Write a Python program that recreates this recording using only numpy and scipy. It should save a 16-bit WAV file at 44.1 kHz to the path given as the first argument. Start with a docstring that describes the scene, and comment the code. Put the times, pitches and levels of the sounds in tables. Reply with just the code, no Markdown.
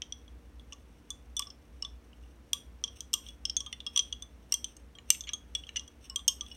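"""A faint motor hum (slightly wavering sines) and soft air (shaped noise) fill a small quiet room throughout.
From the start wooden lace bobbins are crossed and twisted close by: each click rings the bending modes
of two slender sticks over a sharp noise tick and a dull clack, and some dull knocks ring the stand.
Under some clicks a lowest mode rings low and soft; later the shafts rub softly in the hand, as noise
sent through their modes, and near 5.3 s one chatters along the stand. A short diffuse tail is the room."""
import sys
import numpy as np
from scipy import signal
from scipy.fft import rfft, irfft
from scipy.io import wavfile

SR = 44100
rng = np.random.default_rng(int(sys.argv[2]) if len(sys.argv) > 2 else 0)


def master_out(mix):
    """Clip the mix to full scale and print it as 16-bit PCM to the path in sys.argv[1]."""
    frames = np.transpose(np.atleast_2d(mix))
    ceiling = np.clip(frames, -1, 1)
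    pcm = np.round(ceiling * 32767).astype(np.int16)
    wavfile.write(sys.argv[1], SR, pcm)


N = 289296

# The four bending modes of each bobbin in play.
# Each entry: the bobbin's letter, then its mode frequencies in Hz from the lowest to the highest.
BOBBIN_MODES = {"A": (1057, 2861, 5348, 8290), "B": (1076, 2920, 5500, 8060), "C": (1122, 3190, 5654, 8460),
                "D": (1143, 3229, 5872, 8467), "E": (1167, 3304, 6020, 8640), "F": (1189, 3373, 6110, 8500),
                "G": (1216, 3477, 6380, 8930)}
ONSET = 260  # samples at the start of a sound (about 6 ms) on which its level is judged


def amp(db):
    """Decibels to gain."""
    return 10 ** (np.asarray(db) / 20)


def evened(x, count=None):
    """Scales to rms 1, judged on the first count samples."""
    return x / np.sqrt(np.mean(x[:count] ** 2) + 1e-20)


def read(points, hz):
    """Joins (Hz, value) points on a log-frequency axis."""
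    f, value = np.transpose(points)
    return np.interp(np.log(hz + 1), np.log(f + 1), value)


def add(mix, s, sound):
    """Lays a sound into the mix at time s."""
    part = mix[max(round(s * SR), 0):][:len(sound)]
    part += sound[:len(part)]


def coloured(x, points):
    """Filters x by a curve of (Hz, dB) points."""
    hz = np.fft.rfftfreq(len(x), 1 / SR)
    return irfft(rfft(x) * amp(read(points, hz)), len(x))


def high_pass(x, hz):
    """Takes away the lows: thin sticks radiate little below their modes."""
    return signal.sosfilt(signal.butter(2, hz, "high", fs=SR, output="sos"), x)


def drift(rate_hz):
    """Slow random movement of rms 1."""
    hz = np.fft.rfftfreq(N, 1 / SR)
    return evened(irfft(rfft(rng.standard_normal(N)) * np.exp(-(hz / rate_hz) ** 2), N))


def ring(t, hz, t60, rise=0.0003):
    """One mode, swelling during the contact (rise in s) and falling 60 dB in t60 seconds."""
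    return np.sin(2 * np.pi * hz * t) * amp(-60 * t / t60) * (1 - np.exp(-t / rise))


def either_sign():
    """Random polarity."""
    return rng.choice([-1, 1])


def background(air_level_db=-59.5, waver=0.15, wander_rad=1.0):
    """Soft room noise and a motor hum whose tones waver slightly in level and phase."""
    # Colour of the air. Each row: frequency in Hz, relative density in dB per Hz.
    air_colour = [(25, -22.5), (42, -13), (60, 9.5), (90, -9.5), (160, -13.5), (280, -13.5), (420, -20),
                  (1000, -26), (2200, -30.5), (5000, -40), (16000, -47.5)]
    # Tones of the motor hum. Each row: frequency in Hz, mean level in dB rms before the slight waver.
    hum_tones = [(59, -59), (235.7, -70.5), (294.5, -72), (471.3, -75), (555, -82)]
    t = np.arange(N) / SR
    air = coloured(rng.standard_normal(N), air_colour)
    air /= np.std(high_pass(air, 90))  # level judged above the rumble
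    hum = np.zeros(N)
    for hz, db in hum_tones:
        level = amp(db) * np.sqrt(2) * (1 + waver * drift(17))
        hum += level * np.sin(2 * np.pi * hz * t + wander_rad * drift(2.3))
    return amp(air_level_db) * air + hum


def skid(start_s=5.27, length_s=0.015, db=-49, count=7):
    """A bobbin chatters along the stand: a quick uneven run of light knocks, as (s, dB) rows."""
    return [(start_s + length_s * (k + rng.random()) / count, db) for k in range(count)]


def knocks(scatter=0.056):
    """A bobbin against the stand: short dull modes, a little different at each spot struck."""
    # Knocks on the stand. Each row: start in seconds, level in dB.
    stand_hits = [(0.0187, -44.5), (1.3967, -48), (1.423, -48), (3.7274, -37.5), (4.524, -41),
                  (4.986, -46.5), (5.1032, -26.5), (5.148, -43.5), (5.291, -38), (5.551, -40.5),
                  (5.691, -40.5), (5.7591, -37.5), (5.7722, -41)]
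    # What a knock rings with. Each row: nominal frequency in Hz, t60 in seconds, relative level in dB.
    stand_modes = [(1330, 0.036, -16.5), (1857, 0.04, -11), (2231, .028, -4), (2625, 0.022, -6.5),
                   (2974, 0.029, 1), (3293, 0.026, 0.5), (4190, .018, -4.5), (4930, 0.021, -31.5),
                   (6670, 0.011, 0.5)]
    out, t = np.zeros(N), np.arange(3000) / SR
    for s, db in stand_hits + skid():
        wood = np.zeros(len(t))
        for hz, t60, mode_db in stand_modes:
            spot_hz = hz * (1 + scatter * rng.uniform(-1.94, 1))
            wood += either_sign() * amp(mode_db) * ring(t, spot_hz, t60)
        add(out, s, amp(db) * evened(high_pass(wood, stand_modes[0][0]), ONSET))
    return out


def mode_levels(strength_db, spot_db, hardness_db):
    """The spot favours the second or third mode; hardness lifts the fourth; the lowest stays faint."""
    lowest = -57.5 + 0.36 * strength_db  # rises far less than the strength does
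    second = strength_db - max(spot_db, 0)
    third = strength_db + min(spot_db, 0)
    fourth = strength_db - 15 + 0.81 * hardness_db
    return lowest, second, third, fourth


def two_bobbins(t, hz, other_hz, bundle_hz, t60, hold, other_db, other_ring=0.69,
                bundle_db=-11, bundle_spread=0.02, bounce=0.52):
    """One bending mode on both sticks, beating; neighbours and early reflections join in."""
    # no two are turned quite alike
    answer = ring(t, other_hz * rng.normal(1, 0.013), t60 * hold * other_ring)
    wood = ring(t, hz, t60 * hold) + either_sign() * amp(other_db) * answer
    # two neighbours in the bundle are shaken and swell more slowly
    for neighbour_hz in rng.choice(bundle_hz, size=2) * rng.normal(1, bundle_spread, size=2):
        wood += either_sign() * amp(bundle_db) * ring(t, neighbour_hz, t60 * other_ring, rise=0.003)
    heard = wood.copy()
    for delay_s in rng.uniform(0.0005, 0.0049, size=2):  # the pillow and the hand throw it back
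        add(heard, delay_s, bounce * rng.uniform(-0.98, 1) * wood)
    return evened(high_pass(heard, 0.55 * hz), ONSET)


def contact_tick(t, t60=0.012, top_hz=12600, top_db=-6, top_t60=0.02):
    """The sharp tick of wood meeting wood: a noise burst and a fifth mode near top_hz."""
    # Colour of the tick. Each row: frequency in Hz, relative level in dB.
    tick_colour = [(700, -42.5), (2000, -18), (4200, -0.5), (7400, 11.5), (9300, -2.5), (10300, -15),
                   (11500, 1.5), (12600, 3), (14000, -19), (16000, -16)]
    tick = coloured(rng.standard_normal(len(t)), tick_colour) * amp(-60 * t / t60)
    tick /= np.std(high_pass(tick, 10000)[:ONSET])  # level judged in the top treble
    tick += amp(top_db) * evened(ring(t, top_hz * rng.normal(1, 0.037), top_t60), ONSET)
    return high_pass(tick, 1200)


def clack(t, level_db=-23.5, t60=0.042):
    """The rough, dull part of a contact, a noise burst there however soft the contact is."""
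    # Colour of the clack. Each row: frequency in Hz, relative level in dB.
    clack_colour = [(800, -28), (2100, -6), (4400, 4), (9000, -21), (16000, -38.5)]
    burst = coloured(rng.standard_normal(len(t)), clack_colour) * amp(-60 * t / t60)
    return amp(level_db) * evened(burst, ONSET)


def clicks(modes_db=-2):
    """Two bobbins of slightly different pitch ring together and beat; the grip sets how long."""
    # Bobbin against bobbin. Each row: start in seconds, strength in dB, striking spot as third mode
    # over second in dB, hardness in dB, struck bobbin, striking bobbin, grip.
    contacts = [ (0.0195, -35.5, -0.5, -9, "C", "D", "held"), (.1233, -35, 0, -5.5, "E", "D", "held"),
                (.2793, -53.5, -12, -8, "E", "E", "loose"), (0.5965, -52.5, -20, -5, "F", "G", "held"),
                (0.7238, -42, -6, -1, "A", "D", "pinched"), (0.7312, -43.5, 8, -9, "A", "G", "pinched"),
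                (1.1044, -36.5, 0, 11.5, "G", "F", "loose"), (1.3667, -30.5, 1.5, 8, "G", "D", "free"),
                (1.3938, -29.5, 3, 14, "E", "A", "loose"), (1.421, -36.5, -8.5, -12, "G", "F", "loose"),
                (1.4702, -43, 13, -13, "C", "A", "free"), (1.503, -43, 11, -19, "D", "A", "loose"),
                (1.8237, -29, 10.5, -4, "B", "A", "loose"), (1.849, -34.5, -10.5, -15, "G", "F", "held"),
                (2.131, -55.5, -18, -15, "B", "A", "held"), (2.236, -62, -9, -1, "A", "E", "held"),
                (2.532, -22.5, -3.5, 10, "E", "D", "held"), (2.839, -26.5, 1.5, -4, "D", "D", "held"),
                (2.8785, -40.5, -6, -11, "D", "C", "loose"), (3.0063, -35.5, 6.5, 9, "D", "E", "pinched"),
                (3.132, -31.5, 10, 10, "A", "A", "free"), (3.1386, -23, -0.5, 12.5, "D", "D", "loose"),
                (3.265, -44.5, -9, -5, "D", "E", "loose"), (3.287, -42.5, -6, 2, "F", "D", "loose"),
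                (3.4532, -26, 3.5, -2.5, "D", "A", "held"), (3.4973, -28, 7, -7, "C", "A", "held"),
                (3.5667, -21.5, 9.5, -4.5, "F", "G", "loose"), (3.605, -34, 0.5, 3.5, "E", "C", "held"),
                (3.6629, -38, -8.5, -3, "D", "G", "free"), (3.727, -38.5, 0.5, 7.5, "G", "C", "loose"),
                (3.8039, -38.5, -18, -11, "G", "D", "pinched"), (3.8651, -31.5, -4, -4, "E", "A", "free"),
                (3.961, -23, 2.5, -6, "E", "D", "loose"), (3.975, -21, -2, 4.5, "E", "D", "loose"),
                (3.9923, -20.5, -1.5, -14, "D", "E", "loose"), (4.126, -29, -7.5, -11, "E", "F", "held"),
                (4.223, -39.5, 1.5, 7.5, "G", "F", "loose"), (4.5224, -21, 14, 8.5, "A", "C", "loose"),
                (4.54, -23.5, 7.5, 9, "D", "E", "loose"), (4.6434, -30.5, 3, 4, "C", "F", "held"),
                (4.7668, -50.5, 12.5, 14.5, "A", "G", "loose"), (4.952, -49.5, -14.5, -3, "D", "D", "free"),
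                (5.1032, -16.5, 10, 13.5, "A", "F", "loose"), (5.208, -34.5, 7, -8, "G", "F", "pinched"),
                (5.238, -45, -7, -4, "E", "G", "free"), (5.291, -37, 4, -7, "C", "D", "loose"),
                (5.334, -30, 1.5, 1.5, "E", "G", "free"), (5.5504, -27.5, -6, 3.5, "F", "C", "held"),
                (5.637, -43, -22, -24, "B", "D", "pinched"), (5.6682, -47, -16, -8, "D", "G", "loose"),
                (5.7609, -32.5, -2, -2, "B", "D", "loose"), (5.768, -29, 0.5, -4, "A", "E", "loose"),
                (5.7954, -38, 1.5, -13, "E", "D", "loose"), (5.878, -49.5, 1.5, 8.5, "E", "E", "held"),
                (6.098, -37, 11.5, 5.5, "B", "A", "free"), (6.1595, -27, -2, 9, "D", "E", "loose"),
                (6.1928, -43.5, -20, -1, "G", "F", "loose"), (6.279, -18.5, 9, 7.5, "C", "G", "free"),
                (6.2814, -22, 6, 11, "B", "A", "loose"), (6.4095, -32.5, -0.5, -8, "E", "E", "loose"),
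                (6.4638, -48.5, -6, -11, "F", "F", "held"), (6.5143, -42.5, -7, -14, "B", "B", "free")]
    # How each bending mode rings, lowest first. Each row: t60 in seconds before the grip acts,
    # level of the other bobbin in dB relative to the leading one.
    bending = [(0.16, -0.5), (0.051, -9), (0.025, -5.5), (0.019, 6)]
    # How long the fingers let a bobbin ring. Each entry: the grip, then its factor on the t60 of both.
    grips = {"pinched": 0.37, "held": 0.64, "loose": 0.87, "free": 1.62}
    out, t = np.zeros(N), np.arange(6000) / SR
    bundle = list(zip(*BOBBIN_MODES.values()))  # each mode across all bobbins
    for s, strength_db, spot_db, hardness_db, struck, striking, grip in contacts:
        # the struck bobbin leads in the two lower modes, the striking one in the two upper
        leading = BOBBIN_MODES[struck][:2] + BOBBIN_MODES[striking][2:]
        answering = BOBBIN_MODES[striking][:2] + BOBBIN_MODES[struck][2:]
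        levels_db = mode_levels(strength_db, spot_db, hardness_db)
        click = amp(strength_db) * clack(t)
        for hz, other_hz, bundle_hz, level_db, (t60, other_db) in zip(
                leading, answering, bundle, levels_db, bending):
            wood = two_bobbins(t, hz, other_hz, bundle_hz, t60, grips[grip], other_db)
            click += amp(level_db + modes_db) * wood
        # the tick grows faster than the strength and the hardness do
        tick_db = -24 + 1.253 * strength_db + 1.286 * hardness_db
        add(out, s, click + amp(tick_db) * contact_tick(t))
    return out


def low_rings(level_db=-2, t60=0.1, rise=0.0018, neighbour_db=-7):
    """The lowest mode of a bobbin and of a long neighbour, heard low and soft under some clicks."""
    # Low rings. Each row: start in seconds, level in dB before the common trim level_db, bobbin.
    low_ring_rows = [(0.725, -56.5, "D"), (1.104, -59.5, "D"), (1.396, -42.5, "D"), (1.469, -55.5, "D"),
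                     (1.826, -56, "D"), (1.847, -54.5, "D"), (2.533, -52.5, "D"), (2.839, -57.5, "C"),
                     (3.136, -50, "F"), (3.607, -56, "C"), (3.664, -53.5, "G"), (3.865, -58, "F"),
                     (3.964, -46.5, "C"), (4.525, -53.5, "C"), (5.29, -59, "F"), (5.334, -56.5, "G"),
                     (6.186, -57, "E")]
    out, t = np.zeros(N), np.arange(6000) / SR
    for s, db, bobbin in low_ring_rows:
        neighbour_hz = BOBBIN_MODES["A"][0] * rng.normal(1, 0.013)
        wood = ring(t, BOBBIN_MODES[bobbin][0], t60, rise)
        wood += amp(neighbour_db) * ring(t, neighbour_hz, t60, rise)
        add(out, s, amp(db + level_db) * evened(wood, ONSET))
    return out


def rubs(level_db=-3, uneven_db=4.0, idle_db=-78, modes_db=(-20, 0, -2, -5), t60=0.0074, thread_db=-10):
    """Tiny slips, as uneven noise, sound the modes of all held bobbins; a trace never stops."""
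    # Shafts and threads rubbing in the hand. Each row: middle in seconds, length in seconds,
    # peak level in dB before the common trim level_db.
    gestures = [(2.97, 0.15, -63), (3.28, 0.18, -58.5), (3.7, 0.28, -74), (3.964, 0.092, -51.5),
                (4.098, .25, -67.5), (4.514, 0.055, -59), (4.707, 0.15, -64), (5.099, 0.071, -61),
                (5.678, 0.56, -67), (6.053, 0.12, -57), (6.52, 0.27, -58.5)]
    t = np.arange(2000) / SR
    bundle = np.zeros(len(t))
    for modes in BOBBIN_MODES.values():
        for hz, db in zip(modes, modes_db):
            bundle += either_sign() * amp(db) * ring(t, hz, t60)
    slips = rng.standard_normal(N) * amp(uneven_db * drift(70))
    pressure = np.full(N, amp(idle_db))
    for s, length, db in gestures:
        add(pressure, s - length / 2, amp(db + level_db) * np.hanning(round(length * SR)))
    shafts = evened(high_pass(signal.fftconvolve(slips, bundle)[:N], 2000))
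    threads = amp(thread_db) * evened(high_pass(slips, 3400))  # thread sliding over thread only hisses
    return pressure * (shafts + threads)


def room(x, wet_db=-14, first_wall=0.001, build=0.00067):
    """A diffuse noise tail from the nearest wall on (s), building up fast; its decay varies with pitch."""
    # Decay of the room. Each row: frequency in Hz, t60 in seconds.
    room_decay = [(3000, 0.27), (7000, 0.23), (13000, 0.31)]
    hz, t, z = signal.stft(rng.standard_normal(SR // 2), SR, nperseg=256)
    decay = amp(-60 * t / read(room_decay, hz)[:, None])
    tail = signal.istft(z * decay, SR, nperseg=256)[1]
    since_wall = np.maximum(np.arange(len(tail)) / SR - first_wall, 0)
    tail *= 1 - np.exp(-since_wall / build)
    return amp(wet_db) * signal.fftconvolve(x, tail / np.linalg.norm(tail))[:N]


def scene():
    """Bobbins, their room, its air and its hum, in one channel."""
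    wood = knocks() + clicks() + low_rings() + rubs()
    return (wood + room(wood) + background())[None]


def record(dry, edge_hz=16000):
    """Band limit: a steep low-pass at edge_hz."""
    low_pass = signal.firwin(255, edge_hz, window=("kaiser", 9), fs=SR)
    return signal.oaconvolve(dry, low_pass[None], "same")


dry = scene()
out = record(dry)
master_out(out)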